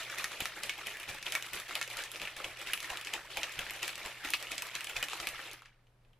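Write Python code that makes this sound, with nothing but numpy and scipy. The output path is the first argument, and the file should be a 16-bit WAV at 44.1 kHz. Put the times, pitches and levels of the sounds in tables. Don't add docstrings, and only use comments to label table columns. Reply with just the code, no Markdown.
import sys
import numpy as np
from scipy import signal
from scipy.fft import rfft, irfft, next_fast_len
from scipy.io import wavfile
from scipy.ndimage import uniform_filter1d, map_coordinates

SR = 44100
rng = np.random.default_rng(int(sys.argv[2]) if len(sys.argv) > 2 else 0)


def wav_record(signal):
    frames = np.transpose(np.atleast_2d(signal))
    bounded = np.clip(frames, -1, 1)
    quanta = np.round(bounded * 32767).astype(np.int16)
    wavfile.write(sys.argv[1], SR, quanta)


N = 273271


def amp(db):
    return 10 ** (np.asarray(db) / 20)


def unit(x):
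    return x / np.sqrt(np.mean(x ** 2) + 1e-20)


def along(points, hz):
    f, value = np.transpose(points)
    return np.interp(np.log(hz + 1), np.log(f + 1), value)


def wobble(rate):
    points = rng.standard_normal(int(N * rate / SR) + 4)
    return map_coordinates(points, [np.arange(N) * rate / SR])


def filtered(x, response):
    m = next_fast_len(N + SR // 5)
    spectrum = rfft(x, m) * response(np.fft.rfftfreq(m, 1 / SR))
    return irfft(spectrum, m)[..., :N]


def ports(mid, side, alike):
    def shares(hz):
        turn = np.arccos(np.clip(along(alike, hz), -1, 1)) / 2
        return np.array([np.cos(turn), np.sin(turn)])
    mid, side = filtered(np.array([mid, side]), shares)
    return np.array([mid + side, mid - side])


def swells(s, db, rise_s, t60_s):
    step = 64
    t = np.maximum(np.arange(0, N + 2 * step, step) / SR - s[:, None], 0)
    shape = np.exp(-np.log(1000) * t / t60_s) * (1 - np.exp(-t / rise_s))
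    power = amp(db) ** 2 @ shape ** 2
    return np.interp(np.arange(N), step * np.arange(len(power)), power)


# f/Hz, relative level per Hz/dB
ROOM_COLOUR = [(13, -52), (22, -2.5), (44, -13.5), (85, -19), (152, -19), (230, -29), (540, -26.5),
               (771, -29), (2670, -36.5), (6620, -48), (12500, -48), (13500, -54), (17000, -73.5)]
# f/Hz, likeness (1 = the same)
ROOM_ALIKE = [(60, 0.95), (240, 0.99), (950, 0.59), (3770, 0.38), (15000, 0.11)]


def quiet():
    noise = rng.standard_normal((2, N))
    mid, side = filtered(noise, lambda hz: amp(along(ROOM_COLOUR, hz)))
    drift_db = 1.8 * wobble(11) + 1.1 * wobble(4)
    return amp(-68.5 + drift_db) * unit(ports(mid, side, ROOM_ALIKE))


def refrigerator():
    hum_hz, hum_db = 120, -70.5
    phase = 2 * np.pi * hum_hz * np.arange(N) / SR + 0.3 * wobble(12)
    waver_db = 1.7 * wobble(12) + .9 * wobble(4)
    return np.sqrt(2) * amp(hum_db + waver_db) * np.sin(phase)


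# f/Hz, t60/s (time to fall 60 dB)
KITCHEN_T60 = [(200, 0.46), (2000, 0.14), (10000, 0.24)]
# f/Hz, likeness
SPLASH_ALIKE = [(60, 0.89), (120, 1.0), (550, 1), (950, 0.94), (1650, 0.95), (2860, 0.68), (4970, 0.17),
                (8640, 0.21), (15000, 0.58)]


def kitchen(x):
    wet, step = np.zeros((2, N + SR)), SR // 3
    for at in range(0, N, step):
        hz, t, z = signal.stft(rng.standard_normal((2, step)), SR, nperseg=256)
        fade = amp(-60 * t / along(KITCHEN_T60, hz)[:, None])
        tail = signal.istft(z * fade, SR, nperseg=256)[1]
        tail = tail / np.linalg.norm(tail[0])
        answer = signal.fftconvolve(x[None, at:at + step], tail, axes=1)
        start = at + 100
        wet[:, start:start + answer.shape[1]] += answer
    return ports(*wet[:, :N], SPLASH_ALIKE)


# t/s, relative level/dB
CHURN_LEVEL = [(0, -49), (.6, -50.5), (1.2, -53), (2.44, -53.5), (2.55, -54), (2.66, -52), (3.12, -51),
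               (3.24, -53.5), (3.4, -47.5), (3.7, -45.5), (4.18, -50.5), (4.4, -47.5), (5.0, -51.5),
               (5.47, -44), (5.67, -73.5), (5.85, -100.5)]


def churning():
    s, db = np.transpose(CHURN_LEVEL)
    return np.interp(np.arange(N) / SR, s, db, right=-120)


# t/s, relative level/dB, f/Hz
MASS_BLOWS = [(0.421, -42.5, 180), (1.099, -53, 70.4), (1.547, -59, 80), (2.912, -55, 71),
              (3.383, -58.5, 55), (4.054, -56, 50), (4.266, -61, 70), (5.211, -62, 80)]
# f/Hz, relative level per Hz/dB
RUMBLE_COLOUR = [(15, -36.5), (28, -9.5), (47, -0.5), (75, -18), (110, -7.5), (220, -12.5), (300, -57.5)]
# landing in the lid t/s, landing level/dB,
# depth level/dB (extra for the gurgle), lead t/s of leaving the base, leaving level/dB (levels relative)
ARM_STROKES = [(-0.03, -35.5, -1, 0.059, -50), (0.18, -36.5, -5, 0.067, -41),
               (0.403, -39.5, -1, 0.085, -41.5), (0.633, -40, -4.5, 0.076, -45.5),
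               (0.869, -41.5, 0, 0.083, -45), (1.085, -40.5, 1, 0.086, -47.5),
               (1.322, -40, 1, 0.064, -39.5), (1.534, -38, 2, 0.092, -44), (1.751, -41.5, 4, 0.063, -41),
               (1.974, -39, 0.5, 0.074, -40.5), (2.213, -43, 6, 0.075, -44), (2.443, -44, 8.5, 0.07, -44),
               (2.667, -39.5, -8, 0.076, -43), (2.898, -41, 6.5, 0.077, -42),
               (3.133, -44.5, 12, 0.073, -44.5), (3.366, -41, 5, 0.062, -45.5), (3.589, -44, 4, 0.074, -52),
               (3.823, -39.5, -1, 0.084, -45), (4.048, -42, 9, 0.053, -46.5), (4.244, -39, -5, 0.044, -54),
               (4.512, -41, -7, 0.11, -45.5), (4.745, -42, -6, 0.092, -45), (4.961, -40.5, 1, 0.072, -44),
               (5.2, -41, 2.5, 0.089, -40)]


def thumps():
    out, t = np.zeros(N + SR), np.arange(SR // 5) / SR
    for s, db, hz in MASS_BLOWS:
        turns = hz * t
        push = turns / 0.045 * np.exp(1 - turns / 0.13)
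        out[round(s * SR):][:len(t)] += amp(db) * push * np.sin(2 * np.pi * turns)
    rumble = unit(filtered(rng.standard_normal(N), lambda hz: amp(along(RUMBLE_COLOUR, hz))))
    s = np.transpose(ARM_STROKES)[0]
    heave_db = -62.5 + rng.normal(0, 3, len(s))
    heave = swells(s - .02, heave_db, rise_s=0.01, t60_s=0.57)
    rest = amp(churning() - 27.5) ** 2
    return out[:N] + np.sqrt(heave + rest) * rumble


def hollow_rings():
    s, land_db, _, before_s, leave_db = np.transpose(ARM_STROKES)
    # f/Hz, width/Hz, level/dB over the stroke, lead t/s
    higher, lower = (2441.5, 152, -7, 0), (1790.5, 171, -3.5, 0.34)
    out = 0
    for (hz, width_hz, db, lead_s), at, level_db in ((higher, s, land_db), (lower, s - before_s, leave_db)):
        lumpy = amp(4.5 * wobble(60)) * rng.standard_normal(N)
        tone = unit(filtered(lumpy, lambda f: 1j * f * width_hz / (hz * hz - f * f + 1j * f * width_hz)))
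        out = out + tone * np.sqrt(swells(at - lead_s, level_db + db, rise_s=0.02, t60_s=0.38))
    return out


def surge(stroke_db, knock_db, rest_db, swing, rise_s, t60_s, knock_t60_s, per_depth=0):
    s, land_db, depth_db, before_s, leave_db = np.transpose(ARM_STROKES)
    front_s = 0.0082
    starts = np.r_[s, s - before_s] - front_s
    levels = np.r_[land_db + per_depth * depth_db, leave_db] + stroke_db
    thrown = swells(starts, levels, rise_s, t60_s)
    knock_s, level_db = np.transpose(MIXER_KNOCKS + DRINK_SLAPS)[:2]
    splashed = swells(knock_s, level_db + knock_db, 0.0025, knock_t60_s)
    mean_db = -52.5
    churn_db = mean_db + swing * (churning() - mean_db)
    return np.sqrt(thrown + splashed + amp(churn_db + rest_db) ** 2)


def spatter(spectrum, per_s, scatter_db, grain_s, wash):
    drops = (rng.random(N) < per_s / SR) * amp(scatter_db * rng.uniform(-0.15, 1, N))
    fade = np.exp(-np.arange(SR // 40) / (grain_s * SR))
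    bursts = unit(signal.fftconvolve(drops, fade)[:N])
    z = signal.stft((bursts + wash) * rng.standard_normal((2, N)), nperseg=512)[2]
    field = uniform_filter1d(rng.standard_normal(z.shape[1:]), size=2, axis=0)
    field = uniform_filter1d(field, size=6, axis=1)
    patchy = signal.istft(z * amp(2.73 * unit(field)), nperseg=512)[1][:, :N]
    mid, side = filtered(patchy, lambda hz: amp(along(spectrum, hz)))
    return unit(ports(mid, side, SPLASH_ALIKE))


def bubbles():
    per_s, centre_hz, spread = 300, 2310, 0.25
    cycles, rise, scatter_db = 9.1, 0.12, 2.5
    when, pitch, size = rng.random((3, int(per_s * N / SR), 1))
    start = (when * N).astype(int)
    hz = np.clip(centre_hz * np.exp(spread * np.log(pitch / (1 - pitch)) / 2), 1100, 6000)
    froth = np.exp(.17 * wobble(11))
    hz = hz * froth[start]
    k = np.arange(SR // 90)
    life = hz * k / SR / cycles
    pip = np.sin(2 * np.pi * cycles * life * (1 + rise * life / 2)) * life * np.exp(-4 * life)
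    pip = pip * amp(-scatter_db * np.log(np.maximum(size, .03)))
    pops = np.bincount((start + k).ravel(), pip.ravel())[:N]
    return unit(np.pad(pops, (0, N - len(pops))))


# f/Hz, relative level per Hz/dB
SLOSH_COLOUR = [(470, -17.5), (800, -6), (1110, -0.5), (1380, 4.5), (1520, 1), (1800, 4), (2560, 5.5),
                (6000, -8), (7800, -46), (13200, -120)]
SPRAY_COLOUR = [(2060, -24.5), (3500, -4), (4630, -9), (7660, -8), (9140, -12.5), (10100, -9.5),
                (11200, -11), (15200, -21), (15900, -50)]
GURGLE_COLOUR = [(120, -40.5), (200, -14.5), (264, -20.5), (314, -5.5), (446, -7), (567, -3.5), (715, -4.5),
                 (1200, -8), (1560, -27.5), (2640, -120)]


def drink():
    slosh = surge(stroke_db=-1.5, knock_db=-22.5, rest_db=-1.0, swing=0.67,
                  rise_s=0.01, t60_s=0.45, knock_t60_s=0.096)
    spray = surge(stroke_db=-5.5, knock_db=-35.5, rest_db=-10.5, swing=0.92,
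                  rise_s=0.0086, t60_s=0.5, knock_t60_s=0.2)
    gurgle = surge(stroke_db=-4.5, knock_db=-30.0, rest_db=-10.5, swing=0.77,
                   rise_s=0.017, t60_s=0.29, knock_t60_s=0.049, per_depth=0.65)
    return (slosh * spatter(SLOSH_COLOUR, per_s=510, scatter_db=5, grain_s=0.0035, wash=0.8)
            + slosh * amp(-2.5) * bubbles()
            + spray * spatter(SPRAY_COLOUR, per_s=260, scatter_db=9, grain_s=0.0015, wash=2.2)
            + gurgle * spatter(GURGLE_COLOUR, per_s=200, scatter_db=-8.0, grain_s=0.0022, wash=6.3))


def ring(modes, t, weight_db=0):
    hz, db, t60 = np.transpose(modes)[:, :, None]
    level = db + weight_db + rng.normal(0, 2.5, hz.shape)
    hz = hz * (1 + rng.normal(0, .025, hz.shape))
    phase = rng.normal(0, .9, hz.shape)
    return np.sum(amp(level - 60 * t / t60) * np.sin(2 * np.pi * hz * t + phase), axis=0)


# t/s, relative level/dB, ring centre f/Hz,
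# snap level/dB, snap brightness level/dB (treble over the rest), body level/dB
MIXER_KNOCKS = [(0.1842, -27.5, 2020, -8, 3, -25), (0.242, -19, 1910, -9, 0.5, -42),
                (0.3176, -27.5, 1570, -16.5, -6, -18), (0.4041, -16.5, 3200, -17, 9, -8),
                (0.4552, -16.5, 1810, -14, -4, -38), (0.5724, -31.5, 1710, -23, -2, 6),
                (0.6338, -22, 2350, -9.5, -1.5, -29), (0.694, -16, 2200, -14.5, -8.5, -39.5),
                (.7802, -32.5, 2690, -13.5, 10.5, 3.5), (0.811, -30, 1400, -28, -4.5, -16),
                (0.862, -26, 2500, -19, -1, -30), (0.869, -21, 2520, -14.5, 6, -38),
                (.9125, -30, 2020, -19, -6, -25), (.9699, -28.5, 2700, -16, 4, -27),
                (0.9986, -30.5, 2570, -11, 4, -23), (1.145, -33.5, 2040, -10, 0, 7),
                (1.2266, -27, 2010, -11, -4, -20), (1.2648, -16, 3120, -31, -1, -30),
                (1.3214, -19, 3030, -11, 1, -36), (1.3513, -11.5, 2000, -17.5, 4, -47),
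                (1.424, -23.5, 3020, -13.5, 1, -31), (1.464, -29, 2640, -17, 4, -25),
                (1.5326, -25, 2380, -10.5, 10, -23), (1.5545, -34.5, 2400, -4.5, 11, -25),
                (1.5991, -31.5, 1940, -4, 0.5, -27), (1.709, -23.5, 1510, -24.5, -10, -12),
                (1.7532, -16, 2800, -16, 6, -28), (1.813, -16.5, 1890, -14.5, -6, -41),
                (1.8265, -23, 2400, -12.5, -6, -30), (1.8764, -27, 2400, -14, 1, -24),
                (1.9017, -39, 2420, -6, 2, -14), (1.9698, -29, 2400, -6, -4, -36),
                (1.9884, -22, 2420, -24, 2, -32), (2.037, -28, 2160, -9, -1.5, -39),
                (2.116, -35.5, 1770, -1, 9, -34), (2.158, -26, 1950, -24, -18, -4),
                (2.1982, -27, 2500, -20, -5, -27), (2.216, -20.5, 2300, -20.5, -4, -7),
                (2.2735, -19.5, 2470, -37, 1.5, -37), (2.401, -25, 1270, -25, 0, -1.5),
                (2.514, -33, 2010, -28, -4, -19), (2.571, -32, 2900, -18, -5, -24),
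                (2.6147, -26, 1840, -17, 8, -7), (2.6714, -20.5, 2460, -33, -8, -15.5),
                (2.7103, -39, 2400, -9, 1, -24.5), (2.724, -36, 3200, -7, 2, -25),
                (2.7333, -12.5, 2470, -15.5, 12, -21), (2.7754, -24, 2300, -17, 5, -27),
                (2.803, -30.5, 2200, -7, 4.5, -27), (2.8282, -29.5, 1800, -11, 8, -27),
                (2.844, -23.5, 2000, -21, -5.5, -23), (2.9013, -22.5, 2950, -18, -3.5, -28),
                (2.9715, -21, 3360, -17, 1.5, -32), (3.0121, -29, 2670, -11.5, -3, -31),
                (3.048, -30.5, 2470, -9.5, -9, -29), (3.0704, -23, 2360, -18, 5, -10),
                (3.133, -24, 2600, -23, -7, -30), (3.1364, -13.5, 2870, -18.5, 0, -16.5),
                (3.3704, -17.5, 2560, -14, 1.5, -3), (3.4314, -14, 3060, -19, -10, -25),
                (3.4936, -30.5, 2400, -16, 7, -25), (3.522, -36, 2400, -8.5, 7, -25),
                (3.6658, -25, 2430, -33, -7, -7), (3.697, -24.5, 2320, -19, -4, -28),
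                (3.707, -22, 2270, -15.5, 10, -26), (3.735, -37, 2300, -12, 11, -28),
                (3.8291, -16.5, 2870, -15, -3, -20), (3.8789, -22.5, 1920, -10, 3, -35),
                (3.8916, -21, 2110, -20, -8.5, -28), (3.9551, -30, 2670, -8, -4, -37),
                (3.9783, -27, 1890, -16.5, 8, -4.5), (4.0503, -25, 2540, -24, 0, -9.5),
                (4.0598, -28.5, 2400, -8.5, -1, -20), (4.248, -20.5, 2230, -19.5, 0, -0.5),
                (4.287, -27, 2300, -18.5, -4.5, -29), (4.3035, -33, 3050, 2, 7, -13),
                (4.3355, -7.5, 2360, -23.5, 6, -40), (4.4258, -26, 1950, -11, 6, -33),
                (4.469, -24, 2870, -41, 0, -18), (4.5167, -19, 2330, -14.5, -4, -4.5),
                (4.5798, -18.5, 2730, -13.5, -8, -16.5), (4.6208, -19, 2520, -12.5, 4.5, -36),
                (4.6686, -33, 2500, -8.5, 4, -25), (4.7521, -20, 2450, -13, -5, -37),
                (4.8071, -22, 2730, -18, 8, -17), (4.8435, -23.5, 3330, -10, -2, -36),
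                (4.8958, -27, 2530, -12, 7.5, -14), (4.931, -35, 1555, -28, -5, -25),
                (5.0267, -12, 2700, -18, -2, -10.5), (5.039, -31, 2600, -3.5, -1, -27),
                (5.0844, -23, 2600, -17.5, 6, -28.5), (5.0983, -33, 2500, -9.5, -5, -28),
                (5.132, -20.5, 1040, -19.5, -3, -33), (5.2006, -28, 1300, -11, -5, -27),
                (5.2703, -13, 2320, -16.5, 0, -22), (5.288, -33.5, 2600, -1.5, 6.5, -35),
                (5.3918, -25.5, 1660, -30.5, -0.5, -4), (5.513, -36.5, 3040, -6.5, -4, -32),
                (5.5317, -35.5, 3310, -7, 10, 0), (5.62, -36.5, 1270, -22, 0, -28),
                (5.6572, -36.5, 1850, -24.5, -17, -34), (5.869, -51.5, 2760, -25, -15, -15),
                (6.0487, -53, 2700, -29, -5, -1), (6.132, -52.5, 3200, -23, 5, -16)]
DRINK_SLAPS = [(0.095, -27, 1950, -17, -13, -32), (1.027, -28, 2370, -17.5, 8, -38),
               (1.086, -24.5, 2060, -13, -3, 0.5), (2.248, -22.5, 2190, -25, 1, -25),
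               (2.362, -28.5, 1870, -10.5, 1.5, -12), (2.44, -19, 2540, -16, -2, -13),
               (3.587, -17, 2260, -12.5, -0.5, -24), (4.866, -24, 2800, -13.5, -2.5, -34),
               (4.961, -20.5, 2360, -12.5, -10.5, -28)]
# f/Hz, relative level/dB, t60/s
WALL_MODES = [(1150, 3.5, 0.02), (1280, 22, 0.014), (1390, 14, 0.041), (1804, 7, 0.064), (2273, 8, 0.067),
              (2558, 21, 0.022), (2830, 5.5, 0.067), (2890, 17.5, 0.02), (3056, 20.5, 0.02),
              (3260, 2.5, 0.041), (3900, -1.5, 0.0069)]
# f/Hz, relative level/dB, t60/s
BODY_MODES = [(303, -0.5, 0.043), (566, -3.5, 0.049), (657, 4, 0.018), (812, -1.5, 0.043)]
# f/Hz, likeness
SNAP_LIKENESS = [(4500, 0.98), (6500, 0.75), (9000, .05), (12000, 0.38)]


def knocks():
    wall, snap, t = np.zeros(N + SR), np.zeros((2, 2, N + SR)), np.arange(SR // 15) / SR
    slap_length = int(.008 * SR)
    contacts = [(row, 1) for row in MIXER_KNOCKS] + [(row, slap_length) for row in DRINK_SLAPS]
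    for (s, db, hz, snap_db, bright_db, body_db), length in contacts:
        push = 1 + rng.standard_normal(length) * (length > 1)
        push = push * np.hanning(length + 2)[1:-1]
        push = push / np.linalg.norm(push)
        first = round((s + .0008) * SR)
        place = slice(first, first + len(t))

        octaves = np.log2(np.array(WALL_MODES)[:, :1] / hz)
        tone = ring(WALL_MODES, t, -60 * octaves ** 2) * (1 - np.exp(-t / 0.000083))
        blow = np.sin(2 * np.pi * hz * t) * hz * t * np.exp(-hz * t / 0.84)
        tone = tone / np.abs(tone).max() + amp(-1) * blow / np.abs(blow).max()
        tone = signal.fftconvolve(tone, push)[:len(t)]
        wall[place] += amp(db - 6.0) * tone / np.abs(tone).max()
        wall[place] += amp(db + body_db - 16.5) * ring(BODY_MODES, t) * (1 - np.exp(-t / 0.0015))

        fade = amp(-60 * t / 0.0042) + 0.18 * amp(-60 * t / 0.041)
        crack = fade * rng.standard_normal((2, len(t)))
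        crack = np.array([signal.fftconvolve(c, push)[:len(t)] for c in crack])
        crack = crack / np.linalg.norm(crack, axis=1, keepdims=True)
        tilt = amp([-bright_db / 2, bright_db / 2])[:, None, None]
        snap[..., place] += amp(db + snap_db + 31.5) * tilt * crack

    def snap_colour(hz):
        low = 1 / (1 + (hz / 7500) ** 6)
        return amp(along(SPRAY_COLOUR, hz)) * np.array([low, 1 - low])[:, None]
    shell = filtered(wall[:N], lambda hz: hz ** 2 / (hz ** 2 + 300 ** 2))
    mid, side = filtered(snap[..., :N], snap_colour).sum(axis=0)
    return shell + ports(mid, side, SNAP_LIKENESS)


def scene():
    hits = knocks()
    echoes = amp(-5.0) * kitchen(hits.mean(axis=0))
    return hits + echoes + drink() + hollow_rings() + thumps() + refrigerator() + quiet()


def record(dry):
    return filtered(dry, lambda hz: hz < 16800)


dry = scene()
out = record(dry)
wav_record(out)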